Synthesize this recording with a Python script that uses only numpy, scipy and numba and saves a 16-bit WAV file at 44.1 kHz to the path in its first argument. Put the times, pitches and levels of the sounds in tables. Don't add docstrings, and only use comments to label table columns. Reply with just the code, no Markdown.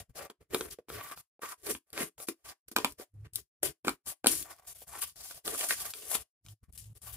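import sys
import numpy as np
from scipy import signal
from scipy.io import wavfile
from scipy.ndimage import uniform_filter1d, map_coordinates
from numba import njit

SR = 44100
rng = np.random.default_rng(int(sys.argv[2]) if len(sys.argv) > 2 else 0)


def digitize_waveform(pressure):
    field = np.atleast_2d(pressure).T
    bounded = np.clip(field, -1, 1)
    quanta = np.round(bounded * 32767).astype(np.int16)
    wavfile.write(sys.argv[1], SR, quanta)


N = 315756

# resonance in Hz, width in Hz, level in dB.
RUMBLE_MODES = [(53.5, 16, -1.5), (73, 29.9, -1.5), (143, 46, -8.5)]
# start in seconds, length in seconds, first level in dB, last level in dB.
MOTOR_SWELLS = [(.945, 0.05, -55, -52.5), (3.16, 0.08, -50, -46), (3.35, 0.022, -55.5, -54),
                (6.475, 0.058, -55.5, -50), (6.78, 0.14, -62.5, -49), (7.05, .11, -60, -51.5)]
# time in seconds, treble level left minus right in dB, left lag in samples.
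HAND_PLACES = [(.2, 1.5, 3), (.7, -1, 3), (1.2, -4, 3), (1.7, -7, 4.5), (2.2, -1.5, 3.5), (2.7, -8, 6.5),
               (3.3, 2.5, 5.5), (3.7, 0, 5.5), (4.3, -0.5, 4.5), (4.7, -2.5, -1.5), (5.2, -1, 5.5),
               (5.7, -7, 5), (6.15, 0, -1.5), (6.7, 1.5, 0.15)]
# resonance in Hz, width in Hz, level in dB.
BOX_MODES = [(177.2, 18, -4.5), (261.1, 12, -1.5), (281.7, 14, 0.5), (326.2, 14, 1.5), (397.6, 29, 2),
             (467, 49, -6.5), (588.7, 150, -1), (678, 240, -0.5), (947, 51, -9), (1138, 110, 3),
             (1338, 883, 3), (1953, 1590, 3), (2406, 320, 3)]
# resonance in Hz, width in Hz, level in dB.
SHEET_MODES = [(3052, 910, -3), (5023, 1400, 0), (7240, 1300, -1.5), (10200, 3000, 5.5), (14000, 4000, 0)]
# start in seconds (before any shift onto a snap), length in seconds,
# first pressure level in dB, last pressure level in dB, box share in dB,
# grip resonance in Hz at the first level, its prominence in dB, rumble level in dB.
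RUB_STROKES = [ (0, 0.02, -45.5, -58, -1.5, 676, -1.5, -50.5),
               (0.098, 0.013, -69.5, -76, -2, 400, -4, -53.5), (0.158, 0.1, -44.5, -51, 3, 593, 0, -63.5),
               (0.301, 0.018, -54.5, -69.5, 4.5, 495.5, 0, -74),
               (0.409, 0.024, -70.5, -66.5, 4.5, 460, -3, -60.5),
               (0.507, 0.025, -54, -51, -2, 390.5, 1.5, -59),
               (0.537, 0.15, -40.5, -58.5, 0, 395.3, 0.5, -59.5),
               (0.709, 0.023, -48.5, -45, -10, 420, -6, -56.5), (.787, 0.013, -67, -76, 2, 516, 6.5, -68),
               (.895, .09, -49.5, -48, 4, 414, -3, -58), (0.984, .11, -52, -51, 3, 1031, -4.5, -67),
               (1.113, 0.018, -47.5, -55, 2, 1092, -2.5, -72),
               (1.163, 0.044, -50.5, -57, -12.5, 986, -1, -64), (1.421, .1, -48, -50.5, 0, 1072, -1.5, -71),
               (1.58, .04, -69.5, -64, 0.5, 491, -2.5, -79),
               (1.635, 0.033, -52, -38.5, 0, 397.7, -1.5, -64.5),
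               (1.689, 0.021, -49, -32, -2.5, 348, -5, -62),
               (1.723, .045, -59.5, -53.5, -7, 342.3, -6, -63),
               (1.87, 0.046, -76.5, -68, -0.5, 604, -5, -87), (1.929, .09, -54.5, -38, 1.5, 398.8, -7, -62),
               (2.025, 0.05, -43, -53.5, 0.5, 353.3, -4, -65), (2.179, 0.05, -54, -47, -4, 647.5, 1, -68),
               (2.272, 0.0095, -51.5, -52.5, -19, 404.7, -3.5, -77),
               (2.287, 0.034, -37, -59, 2, 331.2, -0.5, -77),
               (2.364, 0.078, -78.5, -76.5, -3, 590, -2, -96),
               (2.447, 0.067, -50.5, -50, -2, 858, -7, -68.5), (2.682, .008, -52, -61.5, -4, 341, -2, -67),
               (2.711, 0.01, -46, -59.5, -4, 345, 1, -72), (2.76, 0.08, -41.5, -54.5, 0, 402, -3.5, -60),
               (2.845, .09, -45.5, -63.5, 0.5, 395.3, -1.5, -64),
               (2.982, 0.04, -53, -44, -3.5, 589, -2, -67), (3.142, 0.14, -83, -81, 3, 411, -5.5, -58.5),
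               (3.247, 0.024, -74.5, -72.5, 13, 400, -8, -55),
               (3.329, .02, -53.5, -52.5, -17, 399, -1, -65), (3.358, 0.074, -40, -62, -18.5, 400, -4, -65),
               (3.632, 0.068, -33, -44.5, -4.5, 383, 0.5, -51.5),
               (3.851, 0.029, -45.5, -50.5, 4, 350.3, -1.5, -61),
               (3.866, .08, -41, -58.5, 4.5, 350, -1.5, -62),
               (4.063, 0.039, -47, -37, -8.5, 807, -4, -59.5),
               (4.243, 0.011, -44.5, -53.5, 3, 263.4, -3, -65),
               (4.259, 0.0048, -44, -48.5, 7, 291, -2.5, -58),
               (4.271, .16, -24.5, -44.5, -13, 306.6, -5, -55.5),
               (4.447, .15, -53, -58.5, -5.5, 771, 1.5, -70.5),
               (4.623, 0.031, -61, -60.5, -1, 770.4, -2, -78),
               (4.675, 0.053, -43, -46, -18, 709, -0.5, -67),
               (4.749, .09, -50.5, -52.5, -15.5, 682, -2, -67),
               (4.87, .12, -58, -42.5, -13, 791, 6.5, -62.5),
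               (5.02, .11, -34, -59.5, -17.5, 981, -1.5, -68.5), (5.16, .155, -53, -44, -16.5, 705, 0, -67),
               (5.345, 0.032, -51.5, -46.5, -15.5, 666.4, 2.5, -64),
               (5.454, .11, -41, -39, -6, 430, -1, -62), (5.579, .09, -35, -37, -8, 720, -1.5, -72),
               (5.689, .05, -36, -35, -6, 1794, -3.5, -66), (5.758, .15, -40, -44, -12, 887, -5, -61),
               (5.932, 0.16, -49, -48.5, -12.5, 448, 3, -75), (6.054, 0.095, -50, -28.5, -13, 594, 2, -67),
               (6.159, 0.061, -43, -55, -7.5, 695, -3.5, -59.5),
               (6.448, 0.079, -59, -60, -14, 701, -5, -59.5),
               (6.633, 0.0073, -70.5, -64.5, -7.5, 1202, -3, -55.5),
               (6.688, 0.013, -83.5, -77.5, 1, 686, -3, -54.5),
               (6.734, 0.03, -56.5, -53, -26, 603, -2, -61), (6.772, .155, -47, -74, -33, 500.6, -6, -58),
               (6.954, .025, -60, -59.5, -13.5, 497.7, -2.5, -58.5),
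               (7.019, 0.089, -58.5, -48, -17.5, 755, 2.5, -59.5),
               (7.126, .035, -50, -49.5, -13.5, 787, 1, -54)]
# time in seconds (before the onset delay),
# crack peak in dB (before box and tape add to it), thud share in dB, tick share in dB,
# thud pitch in Hz, crack pitch in Hz.
SNAP_EVENTS = [(0.299, -35.5, -9.5, -11, 400, 926), (0.523, -51, 4.5, -9.5, 413, 1651),
               (0.542, -33, -2.5, -20.5, 390, 932), (0.545, -15, -4, -2.5, 422, 934),
               (0.608, -20, -9, -9, 414, 2270), (0.786, -52, 25, -26, 507, 703),
               (0.884, -42, -5, -14, 363, 904), (0.9, -31.5, -6, -30, 417, 1260),
               (1.113, -39.5, 11, -26.5, 692, 1320), (1.174, -41.5, -17.5, -4, 668, 703),
               (1.392, -60.5, 22.5, -23, 581, 730), (1.432, -28, 4, -23, 620, 1160),
               (1.666, -33, -24, 6.5, 700, 720), (1.703, -36, -1, -9, 298, 2156),
               (1.749, -29, -16, -20, 292, 1800), (1.902, -65.5, 6, 20, 477, 703),
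               (1.929, -41, -13, 11.5, 320, 2196), (1.976, -19.5, -18, -39, 396, 1040),
               (2.005, -29, 1, -14, 237, 3055), (2.029, -30, -3, 6, 170, 1160),
               (2.179, -50, 15.5, -8.5, 895, 1663), (2.2, -36.5, 6, -4, 616, 1294),
               (2.271, -60, -13, -1, 562, 2480), (2.285, -25, -11.5, -15, 317, 1990),
               (2.682, -52, -9, 13.5, 412, 1390), (2.715, -48, -3, 8.5, 290, 1308),
               (2.762, -12, -21.5, 1.5, 899, 1166), (2.765, -20.5, -11.5, -11, 300, 940),
               (2.784, -16, -11.5, -34.5, 405, 1050), (2.845, -10.5, -22.5, -3.5, 283, 1013),
               (2.921, -54.5, -7, 18.5, 328, 4030), (2.996, -44.5, 10, -7, 423, 746),
               (3.334, -57, -5, 18.5, 167, 4410), (3.356, -43.5, -2.5, 28, 151, 4480),
               (3.63, -29, -7.5, 15.5, 396, 720), (3.847, -30, -9, -7, 242, 813),
               (3.87, -33.5, 4, -28, 352, 707), (3.88, -11.5, -18, -51, 287, 1590),
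               (3.892, -24, -21, 3, 283, 703), (4.069, -37, -17.5, -2.5, 276, 1240),
               (4.243, -21.5, -13.5, -15, 277, 705), (4.259, -19.5, -15, 1, 294, 703),
               (4.268, -11, -15, 10, 256, 2550), (4.425, -47, -24, 19.5, 300, 4400),
               (4.818, -45.5, 9, -5, 630, 700), (4.935, -39.5, 12.5, -13, 920, 934),
               (4.974, -38, -13, -13, 390, 1120), (5.026, -27.5, -28, -1, 766, 3830),
               (5.309, -33.5, -1, -17, 641, 2720), (5.462, -51, 10, 1.5, 460, 754),
               (5.477, -23, -14, 3.5, 404, 1130), (5.546, -30.5, 3, -13, 590, 703),
               (5.609, -22, -11, -1, 624, 1690), (5.708, -21.5, -25, -5, 900, 2140),
               (5.723, -24, -1, -2, 655, 1740), (5.936, -23.5, -28, -34.5, 684, 4180),
               (6.115, -36, 15, 15.5, 853, 833), (6.151, -20.5, 6, 6, 732, 715),
               (6.462, -38.5, -28.5, -16, 171.4, 4220), (6.484, -40, -21, -19.5, 146.4, 4330),
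               (6.776, -55.5, -21, 21, 168, 4350), (7.068, -45, -20, -20.5, 148, 900)]

MOTOR_HZ = 105.8
MOTOR_RISE_DB_S, MOTOR_FALL_DB_S = 600, 702
RUMBLE_RISE_DB_S, RUMBLE_FALL_DB_S = 1200, 800
ROOM_T60_S, ROOM_DB, ROOM_DULL_HZ = 0.12, -10, 8600
STROKE_RISE_DB_S, STROKE_FALL_DB_S = 1795.5, 780.5
TAIL_DB, TAIL_DB_S = -26, 301
JOLT_RISE_DB_S, JOLT_NEAR_S = 5000, .005
GRIP_GLIDE = 0.016
ONSET_DELAY_S = .0013
GATE_DB, GATE_RATIO, GATE_S, GATE_DEPTH_DB = -53.5, 2.02, 0.0013, 7.5
TOP_HZ = 15500


def undb(db):
    return 10 ** (np.asarray(db) / 20)


def unit(x):
    return x / np.sqrt(np.mean(x ** 2))


def ring(x, modes):
    total = 0
    for k, (hz, width, db) in enumerate(modes):
        peak = signal.iirpeak(hz, hz / width, SR)
        total = total + (-1) ** k * undb(db) * signal.lfilter(*peak, x)
    return total


def curve(rows):
    s, *columns = np.transpose(rows)
    return [np.interp(np.arange(N) / SR, s, c) for c in columns]


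def walk(rate):
    k = int(SR / rate)
    levels = rng.standard_normal(N // k + 1)
    return uniform_filter1d(np.repeat(levels, k), k)[:N]


def pair(make, alike):
    alike = np.clip(alike, 0, 1)
    return np.sqrt(alike) * make() + np.sqrt(1 - alike) * np.array([make(), make()])


def swells(rows, rise_db_s, fall_db_s):
    t = np.arange(0, N / SR + .002, .001)
    start, length, first_db, last_db = np.transpose(rows)[:, :, None]
    db = first_db + (last_db - first_db) * np.clip((t - start) / length, 0, 1)
    db = db - rise_db_s * np.clip(start - t, 0, None)
    db = db - fall_db_s * np.clip(t - start - length, 0, None)
    return undb(2 * db) + 1e-30


def stretch(values):
    return np.interp(np.arange(N) / SR * 1000, np.arange(len(values)), values)


def total_db(power):
    return stretch(10 * np.log10(power.sum(axis=0)))


def hum():
    rumble_rows = np.array(RUB_STROKES)[:, [0, 1, 7, 7]]
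    rumble_db = total_db(swells(rumble_rows, RUMBLE_RISE_DB_S, RUMBLE_FALL_DB_S))
    motor_db = total_db(swells(MOTOR_SWELLS, MOTOR_RISE_DB_S, MOTOR_FALL_DB_S))
    phase = 2 * np.pi * np.cumsum(MOTOR_HZ + 3.6 * walk(13)) / SR
    motor = np.sqrt(2) * np.sin(phase) * undb(motor_db)
    rumble = unit(pair(lambda: ring(rng.standard_normal(N), RUMBLE_MODES), 0.85))
    return rumble * undb(rumble_db) + motor


def room(x):
    t = np.arange(SR // 2) / SR
    decay = 1000 ** (-t / ROOM_T60_S) * np.minimum(t / 0.0023, 1)
    tail = rng.standard_normal((2, len(t))) * decay
    tail = signal.lfilter(*signal.butter(1, ROOM_DULL_HZ, fs=SR), tail)
    bass = signal.lfilter(*signal.butter(1, 1200, fs=SR), tail[0] - tail[1])
    tail[1] += bass
    tail = tail / np.sqrt(np.sum(tail[0] ** 2))
    return undb(ROOM_DB) * signal.fftconvolve(x[None], tail, axes=1)[:, :N]


def slips(per_s, spread_db, smooth):
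    happens = rng.random(N) < per_s / SR
    sizes = undb(spread_db * rng.exponential(size=N))
    clicks = happens * sizes * rng.standard_normal(N)
    return unit(clicks) + smooth * rng.standard_normal(N)


@njit
def sweep(x, hz, damping):
    y, band, low = np.empty(len(x)), 0., 0.
    for i in range(len(x)):
        g = np.tan(np.pi * hz[i] / SR)
        v = (band + g * (x[i] - low)) / (1 + g * (g + damping))
        band, low, y[i] = 2 * v - band, low + 2 * g * v, damping * v
    return y


def rubbing(pan):
    rows = np.array(RUB_STROKES)
    gap = np.array(SNAP_EVENTS)[:, 0] - rows[:, :1]
    jolt = np.abs(gap).min(axis=1) < JOLT_NEAR_S
    rows[jolt, 0] += gap[jolt, np.abs(gap[jolt]).argmin(axis=1)] + ONSET_DELAY_S
    rise_db_s = np.where(jolt, JOLT_RISE_DB_S, STROKE_RISE_DB_S)[:, None]
    power = swells(rows[:, :4], rise_db_s, STROKE_FALL_DB_S)
    ends = rows[:, 0] + rows[:, 1]
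    tail = np.column_stack([ends, np.full(len(rows), .01), rows[:, [3, 3]] + TAIL_DB])
    power = power + swells(tail, STROKE_RISE_DB_S, TAIL_DB_S)
    settings = rows[:, [2, 4, 5, 6]].T @ power / power.sum(axis=0)
    first_db, box_db, grip_hz, grip_db = map(stretch, settings)
    gained_db = np.clip(total_db(power) - first_db, 0, 20)
    grip_hz = grip_hz * (1 + GRIP_GLIDE * gained_db)
    after_jolt = stretch(jolt @ power / power.sum(axis=0))
    pressure_db = total_db(power) + (3.2 - 1.6 * after_jolt) * walk(60)
    patches = [undb(3.5 * walk(14)) for _ in SHEET_MODES]

    def surface():
        return sum(g * ring(slips(3000, 2.42, 0.15), [m]) for g, m in zip(patches, SHEET_MODES))

    def walls():
        box = ring(slips(900, 2.6, .9), BOX_MODES)
        held = sweep(box, grip_hz, .35)
        held_even = held / uniform_filter1d(np.abs(held), 4096)
        return undb(grip_db) * held_even + .6 * unit(box)
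    sheet = unit(pair(surface, 0.21)) * pan
    box = unit(pair(walls, 0.64)) * undb(box_db + 3.7 * walk(40))
    return undb(pressure_db) * (sheet + box)


def snaps(pan):
    t = np.arange(4096) / SR
    tick, crack, thud = np.zeros((3, N + len(t)))
    chance = rng.standard_normal((len(SNAP_EVENTS), len(t)))
    chance[:, 0] = 4.5
    hz, width, db = np.transpose(BOX_MODES)[:, :, None]
    fade = np.exp(-1.9 * np.pi * width * t)
    modes = undb(db) * np.sin(2 * np.pi * hz * t) * fade * np.minimum(t / 0.0016, 1)
    for (s, peak_db, thud_db, tick_db, thud_hz, crack_hz), noise in zip(SNAP_EVENTS, chance):
        start = int((s + ONSET_DELAY_S) * SR)
        at = slice(start, start + len(t))
        burst = ring(noise * np.exp(-t / .0015), [(crack_hz, 1.2 * crack_hz, 0)])
        crack[at] += undb(peak_db) * burst / np.abs(burst).max()
        tick[at] += undb(peak_db + tick_db) * noise * np.exp(-t / 0.0024)
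        nearness = np.exp(-(np.log(hz[:, 0] / thud_hz) / 0.15) ** 2)
        thud[at] += undb(peak_db + thud_db) * nearness @ modes
    boxed = undb(4.5) * ring(crack, BOX_MODES[8:])
    taped = undb(5) * ring(crack, SHEET_MODES[:2])
    low = (thud + crack + boxed + taped)[:N]
    high = undb(-7) * ring(tick, SHEET_MODES)[:N]
    return low + pan * high


def scene():
    pan_db, lag = curve(HAND_PLACES)
    pan = undb(np.array([pan_db, -pan_db]) / 2)
    left, right = rubbing(pan) + snaps(pan)
    late = map_coordinates(left, [np.arange(N) - lag], order=3, mode="nearest")
    return np.array([late, right]) + room(right) + hum()


def record(dry):
    x = dry + np.array([[.8], [-.45]]) * ring(dry, [(10015, 4600, 0.0013)])
    k = int(GATE_S * SR)
    power = uniform_filter1d(uniform_filter1d(np.mean(x ** 2, axis=0), k), k)
    loud_db = 10 * np.log10(power.clip(1e-14))
    x = x * undb(np.clip((loud_db - GATE_DB) * (GATE_RATIO - 1), -GATE_DEPTH_DB, 0))
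    x = np.tanh(1.15 * x) / 1.15
    return signal.sosfilt(signal.ellip(10, .2, 80, TOP_HZ, fs=SR, output="sos"), x)


dry = scene()
out = record(dry)
digitize_waveform(out)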